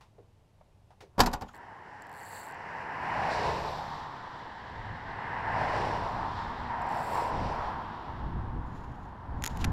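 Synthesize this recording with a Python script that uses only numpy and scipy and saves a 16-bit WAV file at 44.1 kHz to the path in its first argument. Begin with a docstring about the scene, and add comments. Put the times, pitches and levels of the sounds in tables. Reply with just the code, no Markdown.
"""At a quiet roadside, after a faint click, a car's trunk lid swings down on knocking hinges, slams and
rattles in its latch; keys rustle faintly. Then, on a road bridge, cars rush past with roaring, hissing
tyres and droning engines, while gusts of wind thump on the microphone. Line is pulled off a fly-fishing
reel, which ticks as a small catch (the pawl) snaps over its gear teeth. Near the end the rod rubs in
the hand, clacks and bumps."""
import sys
import numpy as np
from scipy import signal
from scipy.fft import rfft, irfft, next_fast_len
from scipy.io import wavfile
from scipy.ndimage import map_coordinates

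SR = 44100
rng = np.random.default_rng(int(sys.argv[2]) if len(sys.argv) > 2 else 0)


def output_pcm(signal):
    """Save a mono or channel-first signal as 16-bit PCM at the path in sys.argv[1].

    Samples are clipped to [-1, 1] before scaling.
    """
    pcm = np.clip(np.atleast_2d(signal).T, -1, 1) * 32767
    wavfile.write(sys.argv[1], SR, np.round(pcm).astype(np.int16))


N = 428652

# rustles, first of the keys, then of the hand on the rod: peak t/s, level/dB, length/s
RUSTLES = [(1.49, -66.5, 0.075), (8.78, -69, 0.13), (9.03, -72, 0.063), (9.5, -55.5, 0.06),
           (9.622, -49.5, 0.035)]
# tone of a rustle: f/Hz, level/dB
RUSTLE_TONE = [(1200, -7.5), (2800, 3), (6100, -5.5), (7000, -0.5), (8300, -19), (11000, -14.5),
               (16000, -24.5)]


def amp(db):
    """Turn decibels into a number to multiply a sound by."""
    return 10 ** (np.asarray(db) / 20)


def unit(x):
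    """Scale a sound to an average strength (rms) of 1."""
    return x / np.sqrt(np.mean(x ** 2) + 1e-20)


def clock():
    """The time of every sample, in seconds."""
    return np.arange(N) / SR


def curve(rows):
    """Join (t/s, value) points with straight lines."""
    return np.interp(clock(), *np.transpose(rows))


def wobble(rate):
    """A smooth curve through `rate` random points a second."""
    return map_coordinates(rng.standard_normal(int(N * rate / SR) + 4), [clock() * rate])


def filtered(x, response):
    """Multiply each frequency in x by response(frequency)."""
    size = next_fast_len(len(x) + 8192)
    return irfft(rfft(x, size) * response(np.fft.rfftfreq(size, 1 / SR)), size)[:len(x)]


def noise(spectrum, size=N):
    """Looping noise of strength 1, its tone shaped by (f/Hz, level/dB) points."""
    f, db = np.transpose(spectrum)
    gain = amp(np.interp(np.log(np.fft.rfftfreq(size, 1 / SR) + 1), np.log(f), db))
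    return unit(irfft(rfft(rng.standard_normal(size)) * gain, size))


def resonate(x, modes):
    """Make x ring at the pitches given as (f/Hz, width/Hz, level/dB)."""
    return filtered(x, lambda f: sum(amp(db) * 1j * f * width / (hz * hz - f * f + 1j * f * width)
                                     for hz, width, db in modes))


def fade(t60, attack):
    """A one-second loudness shape: it rises quickly, then drops 60 dB every t60 seconds."""
    t = np.arange(SR) / SR
    return np.exp(-np.log(1000) * t / t60) * (1 - np.exp(-t / attack))


def swells(rows):
    """A loudness shape of (peak t/s, level/dB, length/s) swells that rise faster than they fall."""
    t, power = clock(), np.zeros(N)
    for s, db, length in rows:
        width = np.where(t < s, 0.84 * length, length)
        power += amp(db) ** 2 / (1 + ((t - s) / width) ** 2) ** 3
    return np.sqrt(power)


def add(track, s, sound):
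    """Mix a sound into the track, starting at s seconds."""
    part = track[max(round(s * SR), 0):][:len(sound)]
    part += sound[:len(part)]


def open_air():
    """The outdoors makes a faint, low, steady rush."""
    # tone of the open air: f/Hz, level/dB
    quiet = [(20, -18.5), (62, -10.5), (103, -7), (260, -25), (900, -26.5), (1250, -38), (2600, -40),
             (12000, -53), (15500, -66.5)]
    return amp(-62) * noise(quiet)


def click_and_hinges():
    """A faint click as the sound begins; then the lid's arms knock and scrape as it is pulled down."""
    # the click, then the hinge knocks: t/s, level/dB, f/Hz, fade time/s, hiss compared with ring/dB
    taps = [(.008, -57, 885, 0.21, -0.5), (0.182, -49, 450, 0.18, -42), (0.61, -49.5, 710, 0.055, -31),
            (0.904, -55, 825, 0.16, -12), (1.005, -50.5, 754, 0.16, 0), (1.022, -52.5, 425, 0.26, -28),
            (1.486, -52.5, 1290, 0.13, -25)]
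    out = np.zeros(N)
    for s, db, hz, t60, hiss_db in taps:
        mode = [(hz, hz / 2, 0)]
        ring = unit(resonate(rng.standard_normal(SR), mode))
        ring = unit(resonate(ring, mode))  # twice, to leave little treble
        hiss = amp(hiss_db) * noise([(500, 0), (2000, 0), (5500, -7.5), (13000, -26)], size=SR)
        add(out, s, amp(db) * (ring + hiss) * fade(t60, attack=0.00076))
    return out


def slam():
    """The lid hits its seal and latch and bounces, shaking the sheet metal; trapped air thumps."""
    # hits of the lid: t/s, sheet metal level/dB, latch level/dB, latch fade time/s
    hits = [(1.18, -22.5, -45, .08), (1.192, -16.5, -29, 0.068), (1.1997, -11.5, -46.5, .03),
            (1.2028, -30.5, -14, .048), (1.2343, -27.5, -33, 0.037), (1.2602, -29.5, -26, 0.047),
            (1.269, -24.5, -35, 0.04), (1.314, -41, -51, 0.046), (1.33, -31, -35.5, 0.031),
            (1.3343, -28.5, -29, 0.042), (1.41, -38, -46.5, 0.05), (1.419, -31, -44, 0.042)]
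    # tone of the sheet metal's bang and of the latch's crack: f/Hz, level/dB
    panel_tone = [(65, -3), (120, -8), (180, -4), (270, -9.5), (380, -9.5), (560, -9), (660, -10.5),
                  (840, 0), (1050, -6.5), (1400, -18.5), (1900, -23), (3000, -30.5), (8000, -55.5)]
    latch_tone = [(300, -20.5), (1300, 8.5), (2000, 0), (2700, -4.5), (3700, -2.5), (4700, 4.5),
                  (6300, -2.5), (7800, -4.5), (9200, -15.5), (12400, -5), (14000, -21.5), (16000, -20)]
    # ringing notes of the car body: f/Hz, level/dB, fade time/s
    body_notes = [(63.2, -6, 0.22), (188, -10, .22), (239, -12.5, 0.33), (293.5, -18, 0.21),
                  (403, -16, .22), (565, -12.5, 0.16), (733, -11, 0.2), (985, -13.5, 0.13),
                  (1448, -14, .13), (1744, -18, 0.12), (3870, -27, 0.13)]
    out, t = np.zeros(N), np.arange(SR) / SR
    steel_hz = np.exp(rng.uniform(*np.log((1404, 7980)), size=(48, 1)))  # notes of the latch's steel
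    panel_fade = fade(t60=0.08, attack=0.0032) + amp(-18.5) * fade(t60=0.43, attack=0.0054)
    latch_tail = amp(-37.5) * fade(t60=0.3, attack=0.011)
    for s, panel_db, latch_db, latch_t60 in hits:
        steel_notes = np.sin(2 * np.pi * (steel_hz * t + rng.random(steel_hz.shape)))
        steel = unit(steel_notes.sum(0)) * fade(t60=0.09, attack=0.001)
        panel = noise(panel_tone, size=SR) * panel_fade
        ring = sum(amp(db + rng.standard_normal()) * np.sin(2 * np.pi * (hz * t + rng.random()))
                   * fade(t60, attack=0.002) for hz, db, t60 in body_notes)
        latch = noise(latch_tone, size=SR) * (fade(latch_t60, attack=0.00089) + latch_tail)
        add(out, s, amp(panel_db) * (panel + amp(-4) * ring))
        add(out, s, amp(latch_db) * (latch + amp(-12.5) * steel))
    thump = np.sin(2 * np.pi * 27 * t) * fade(t60=0.39, attack=0.0022)
    add(out, 1.196, amp(-20.5) * thump)
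    # air is pushed out just ahead of the closing lid
    puff_db = curve([(1.0, -73.5), (1.08, -83), (1.17, -53), (1.2, -38.5), (1.3, -100)])
    puff = noise([(25, 5.5), (120, -5.5), (400, -21), (1000, -12.5), (4000, -55.5), (12000, -76.5)])
    return out + amp(puff_db) * puff


def keys():
    """Keys rustle faintly after the trunk shuts."""
    return swells(RUSTLES[:1]) * amp(3.6 * wobble(90)) * noise(RUSTLE_TONE)


def reel():
    """The pawl scrapes over each tooth and snaps down, faster and harder as the spool speeds up."""
    # pulls on the line: start t/s, fastest t/s, end t/s, top tick rate/Hz, level/dB
    pulls = [(1.533, 1.55, 1.595, 115, -56.5), (2.095, 2.368, 2.535, 255, -50.3),
             (6.87, 7.148, 7.32, 260, -52.5)]
    # slips over a single tooth: t/s, level/dB
    lone_ticks = [(2.022, -53), (2.069, -60), (2.546, -60), (6.819, -55)]
    # ringing notes of the pawl: f/Hz, width/Hz, level/dB
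    pawl_notes = [(4480, 340, 1), (7650, 330, 5.5), (8520, 540, -4), (10300, 1500, -8), (12100, 1200, -12),
                  (15100, 700, -18)]
    ticks, t = np.zeros(N), clock()
    slow_db, top_speed_db = -9.5, 2.5
    for start, fastest, end, top_rate, db in pulls:
        speed = np.sqrt(np.interp(t, [start, fastest, end], [0, 1, 0]))
        teeth_passed = np.cumsum(top_rate * speed * amp(0.3 * wobble(60))) / SR
        at = np.flatnonzero(np.diff(np.ceil(teeth_passed)))  # one tick for each new tooth
        tick_db = db + slow_db * (1 - speed[at]) + top_speed_db * speed[at] ** 32
        ticks[at] = amp(tick_db + rng.standard_normal(len(at)))
    for s, db in lone_ticks:
        ticks[round(s * SR)] = amp(db)
    contact = signal.fftconvolve(ticks, fade(t60=0.004, attack=0.0001))[:N]
    scrape = amp(16) * contact * rng.standard_normal(N)
    return resonate(amp(21.5) * ticks + scrape, pawl_notes)


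def passing_cars():
    """The gaps between tyre and road aim the roar like horns: we hear front, side and rear in turn."""
    # cars: nearest t/s, distance over speed/s, front/dB, side/dB, rear/dB, song/dB, whine/dB,
    # buzz/dB, hiss/dB, wake (the hiss that trails behind)/dB, wake delay/s, hiss pitch/ratio
    cars = [(3.46, 0.37, -25, -33.5, -31.5, -41.5, -40, -44.5, -45.5, -61.5, 1.57, 1.18),
            (5.83, 0.36, -25, -34, -28, -39.5, -37, -51, -54, -54.5, 0.65, 1.13),
            (7.21, 0.44, -30, -37.5, -38, -68, -30.5, -64, -58.5, -60.5, 0.75, 1.05),
            (7.46, 0.16, -35, -37.5, -27, -68, -34.5, -66, -62, -59, 0.19, 1.07)]
    # tyre roar from a car's front, side and rear: f/Hz, level/dB
    front = [(30, -33), (110, -9.5), (330, -19), (430, -9.5), (580, -10.5), (800, -1), (950, 1.5),
             (1230, -11), (1800, -6.5), (2300, -20.5), (2700, -23), (3300, -39), (5500, -68), (8500, -52),
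             (15800, -85)]
    side = [(30, -13), (110, -5.5), (570, -4.5), (790, 3), (1030, -1), (1230, -14.5), (1700, -19.5),
            (2700, -19), (3300, -25), (5400, -26), (6500, -35.5), (12500, -50.5), (15800, -81)]
    rear = [(110, -9.5), (580, -12.5), (810, -1.5), (940, 2.5), (1090, -2.5), (1250, -8), (1800, -14.5),
            (2400, -26), (3400, -31.5), (6500, -75), (12500, -48.5), (14000, -87)]
    # the tread's forward song, its blocks' whine, its coarse buzz and its hiss: f/Hz, level/dB
    song = [(1250, -26), (1550, 4), (1850, 6), (2150, -2.5), (2400, -20.5), (2900, -8.5), (3300, -19.5),
            (4400, -29), (14000, -90)]
    whine = [(500, -28.5), (780, -10), (880, -9.5), (935, -0.5), (990, -6), (1150, -18.5), (2000, -29),
             (6000, -88)]
    buzz = [(1600, -38), (2150, -1.5), (2900, -6.5), (3400, -39)]
    hiss_tone = [(1800, -11.5), (2800, -5.5), (3300, 1.5), (4200, -1), (5200, -6), (7500, -17),
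                 (9000, -23.5), (12000, -42), (15000, -62)]
    t, out = clock(), np.zeros(N)
    layers = [noise(tone) for tone in (front, side, rear, song, whine, buzz)]
    tread = noise(hiss_tone)
    for s, span, front_db, side_db, rear_db, song_db, whine_db, buzz_db, *hiss_settings in cars:
        place = (t - s) / span  # along the road; the car's nearest distance counts as 1
        distance = np.hypot(1, place)
        past = (1 + place / distance) / 2  # 0 while far ahead, 1 when long gone
        axle_surge = amp(3.5 * sum(np.exp(-((place + lead) / 0.19) ** 2) for lead in (0.64, 0)))
        gains = [amp(front_db) * (1 - past) ** 2.23 / distance ** 2.314,
                 amp(side_db) * axle_surge / distance ** 2.99,
                 amp(rear_db) * past ** 3.1 / distance ** 1.47,
                 amp(song_db) * (1 - past) / distance ** 1.2,
                 amp(whine_db + 2.4 * wobble(10)) * axle_surge * (1 - past) / distance ** 2.26,
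                 amp(buzz_db) * (1 - past) / distance ** 2]
        roar = np.sum(gains * np.roll(layers, rng.integers(N), axis=1), axis=0)
        car = roar + tyre_hiss(t - s, distance, tread, *hiss_settings)
        out += car + road_echo(car, place, span, distance)
    return amp(0.56 * wobble(22)) * out  # moving air makes the sound flutter


def tyre_hiss(since, distance, tread, hiss_db, wake_db, wake_s, hiss_pitch):
    """Tread peels off the road: the hiss flares as a car arrives, sinks in pitch and swells behind it."""
    since_flare = since + 0.14  # seconds; the flare comes just before the car is nearest
    opened = (1 + np.tanh(since_flare / 0.019)) / 2
    flare_db = 7.5 * np.exp(-np.abs(since_flare) / 0.04)
    near = amp(hiss_db + flare_db - 9 * (1.5 - opened)) / distance ** 1.2
    wake = amp(wake_db) * np.exp(-((since / wake_s - 1) / 0.48) ** 2)
    pitch = hiss_pitch * (1 - 0.22 * np.tanh(since / 0.8))
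    read_at = (rng.integers(N) + np.cumsum(pitch)) % N  # reading the noise more slowly lowers it
    gliding = map_coordinates(tread, [read_at], order=3, mode="grid-wrap", prefilter=False)
    return np.hypot(near, wake) * amp(wobble(11)) * gliding


def road_echo(car, place, span, distance):
    """The bounce off the road lags most just after a car passes, so the tone sweeps down and back up."""
    t, longest_lag_s, late_s = clock(), 0.002, 0.06
    bounce = filtered(car, lambda hz: 1 / (1 + (hz / 770) ** 4))  # rough asphalt scatters the treble
    lag = longest_lag_s / np.hypot(1, place - late_s / span) ** 1.56
    return 0.51 / np.sqrt(distance) * np.interp(t - lag, t, bounce)


def far_traffic():
    """Distant tyres blend into one even roar that grows at the end."""
    # tone of distant tyres: f/Hz, level/dB
    far_tone = [(30, -51), (110, -4), (550, -6.5), (920, 5.5), (1230, -7), (1750, -8.5), (2400, -26.5),
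                (5500, -37.5), (14000, -97)]
    level_db = curve([(9.2, -50.5), (9.65, -42)]) + 0.28 * wobble(9.1)
    return amp(level_db) * noise(far_tone)


def hums():
    """Engines and the air inside tyres drone on wavering notes that sink as the cars go by."""
    # drones: peak t/s, level/dB, length/s, f/Hz, pitch drop after the peak/share
    drones = [(3.485, -47.5, 0.3, 77.4, .03), (3.577, -51, 0.536, 154.1, .09), (4.876, -47, 0.18, 108, .04),
              (5.906, -48.5, 0.733, 103.8, .08), (6.649, -53, 0.83, 243.2, 0.02)]
    t, out = clock(), np.zeros(N)
    for s, db, length, hz, sag in drones:
        pitch = hz * (1 - sag * np.tanh((t - s) / length) + 0.028 * wobble(20))
        note = unit(np.sin(2 * np.pi * np.cumsum(pitch) / SR))
        out += swells([(s, db, length)]) * amp(3.2 * wobble(18)) * note
    return out


def grit():
    """Fine grit sizzles behind the first car."""
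    # swell of the sizzle: peak t/s, level/dB, length/s
    sizzle = [(3.66, -69.5, 0.28)]
    # tone of the grit: f/Hz, level/dB
    grit_tone = [(9000, -17), (12300, 0), (15000, -22)]
    return swells(sizzle) * noise(grit_tone)


def wind():
    """Gusts hit the microphone in quick lumps; the strong ones rumble deeper."""
    # gusts: peak t/s, level/dB, length/s
    gusts = [(4.85, -43, 0.22), (5.09, -44, 0.062), (5.7, -43.5, 0.83), (6.35, -42.5, 0.74),
             (7.44, -35.5, 0.17), (7.65, -44.5, 0.54), (8.12, -42, 0.092), (8.26, -35, 0.1),
             (8.38, -32.5, 0.072), (8.56, -34, 0.14), (8.73, -37.5, 0.16), (8.91, -39.5, 0.057),
             (9.06, -43, 0.18), (9.38, -35, 0.14), (9.55, -38, 0.085), (9.66, -30, 0.16)]
    # tone of wind on the microphone: f/Hz, level/dB
    wind_tone = [(12, 1), (60, 6), (110, 1), (270, -8.5), (550, -23.5), (1500, -46), (6000, -120)]
    strength = swells(gusts)
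    rumble = unit(noise(wind_tone) * amp(1.2 * wobble(25)))
    deep = filtered(rumble, lambda hz: 1 / (1 + (hz / 57.6) ** 4))
    weakness = 1 / (1 + (strength / amp(-45)) ** 2)  # near 1 in light wind, near 0 in a strong gust
    return strength * (rumble - weakness * deep)


def fishing_rod():
    """The hand rubs along the grip, clacks ring the reel's frame, and the rod bumps dully."""
    # clacks of rod and reel: t/s, level/dB, fade time/s
    clacks = [(9.423, -34, 0.009), (9.439, -21.5, 0.011), (9.4442, -25.5, 0.0086), (9.4566, -31, 0.012),
              (9.4622, -18.5, 0.0082), (9.4753, -24.5, 0.01), (9.572, -38.5, 0.015)]
    # tone of a clack: f/Hz, level/dB
    clack_tone = [(400, -3), (1100, -4), (1800, 3.5), (3000, -2), (7000, -5.5), (8500, -12.5),
                  (11500, -7.5), (16000, -22)]
    # ring of the reel's metal frame: f/Hz, level/dB, fade time/s
    frame_notes = [(6840, -2, 0.0092)]
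    t, bump_s = np.arange(SR) / SR, 9.643
    out = swells(RUSTLES[1:]) * amp(3.6 * wobble(90)) * noise(RUSTLE_TONE)
    for s, db, t60 in clacks:
        ring = sum(amp(level + 2 * rng.standard_normal()) * np.sin(2 * np.pi * hz * t)
                   * fade(decay, attack=0.0003) for hz, level, decay in frame_notes)
        clack = noise(clack_tone, size=SR) * fade(t60, attack=0.0003)
        add(out, s, amp(db) * (clack + ring))
    for k in range(3):  # the bump chatters, softer each time
        knock = unit(resonate(noise(clack_tone, size=SR), [(1500, 5700, 0)]))
        add(out, bump_s + k * 0.0024, amp(-22.5 - k) * knock * fade(t60=0.012, attack=0.00022))
    thump = np.sin(2 * np.pi * 75 * t) * fade(t60=0.036, attack=0.001)
    add(out, bump_s, amp(-24) * thump)
    return out


def housing(x):
    """The camera's shell dips and lifts the treble of sound from the road."""
    # effect of the shell: f/Hz, level/dB
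    shell = [(5700, 0), (6450, -5.5), (7350, 0.5), (8300, -2.5)]
    hz, db = np.transpose(shell)
    return filtered(x, lambda f: amp(np.interp(f, hz, db)))


def scene():
    """The trunk shuts by the quiet road; then the bridge's traffic and wind come in."""
    bridge_start_s = 1.535
    on_bridge = np.clip((clock() - bridge_start_s) / 0.004, 0, 1)
    roadside = open_air() + click_and_hinges() + slam()
    bridge = housing(passing_cars() + far_traffic() + grit()) + hums() + wind()
    return (roadside + on_bridge * bridge + fishing_rod() + reel() + keys())[None]


def record(dry):
    """The camera's input rounds off the tallest peaks and cuts the very highest treble."""
    ceiling, top_hz = 0.69, 15850
    rounded = dry[0] / (1 + (dry[0] / ceiling) ** 4) ** 0.25
    return filtered(rounded, lambda hz: 1 / (1 + (hz / top_hz) ** 160))[None]


dry = scene()
out = record(dry)
output_pcm(out)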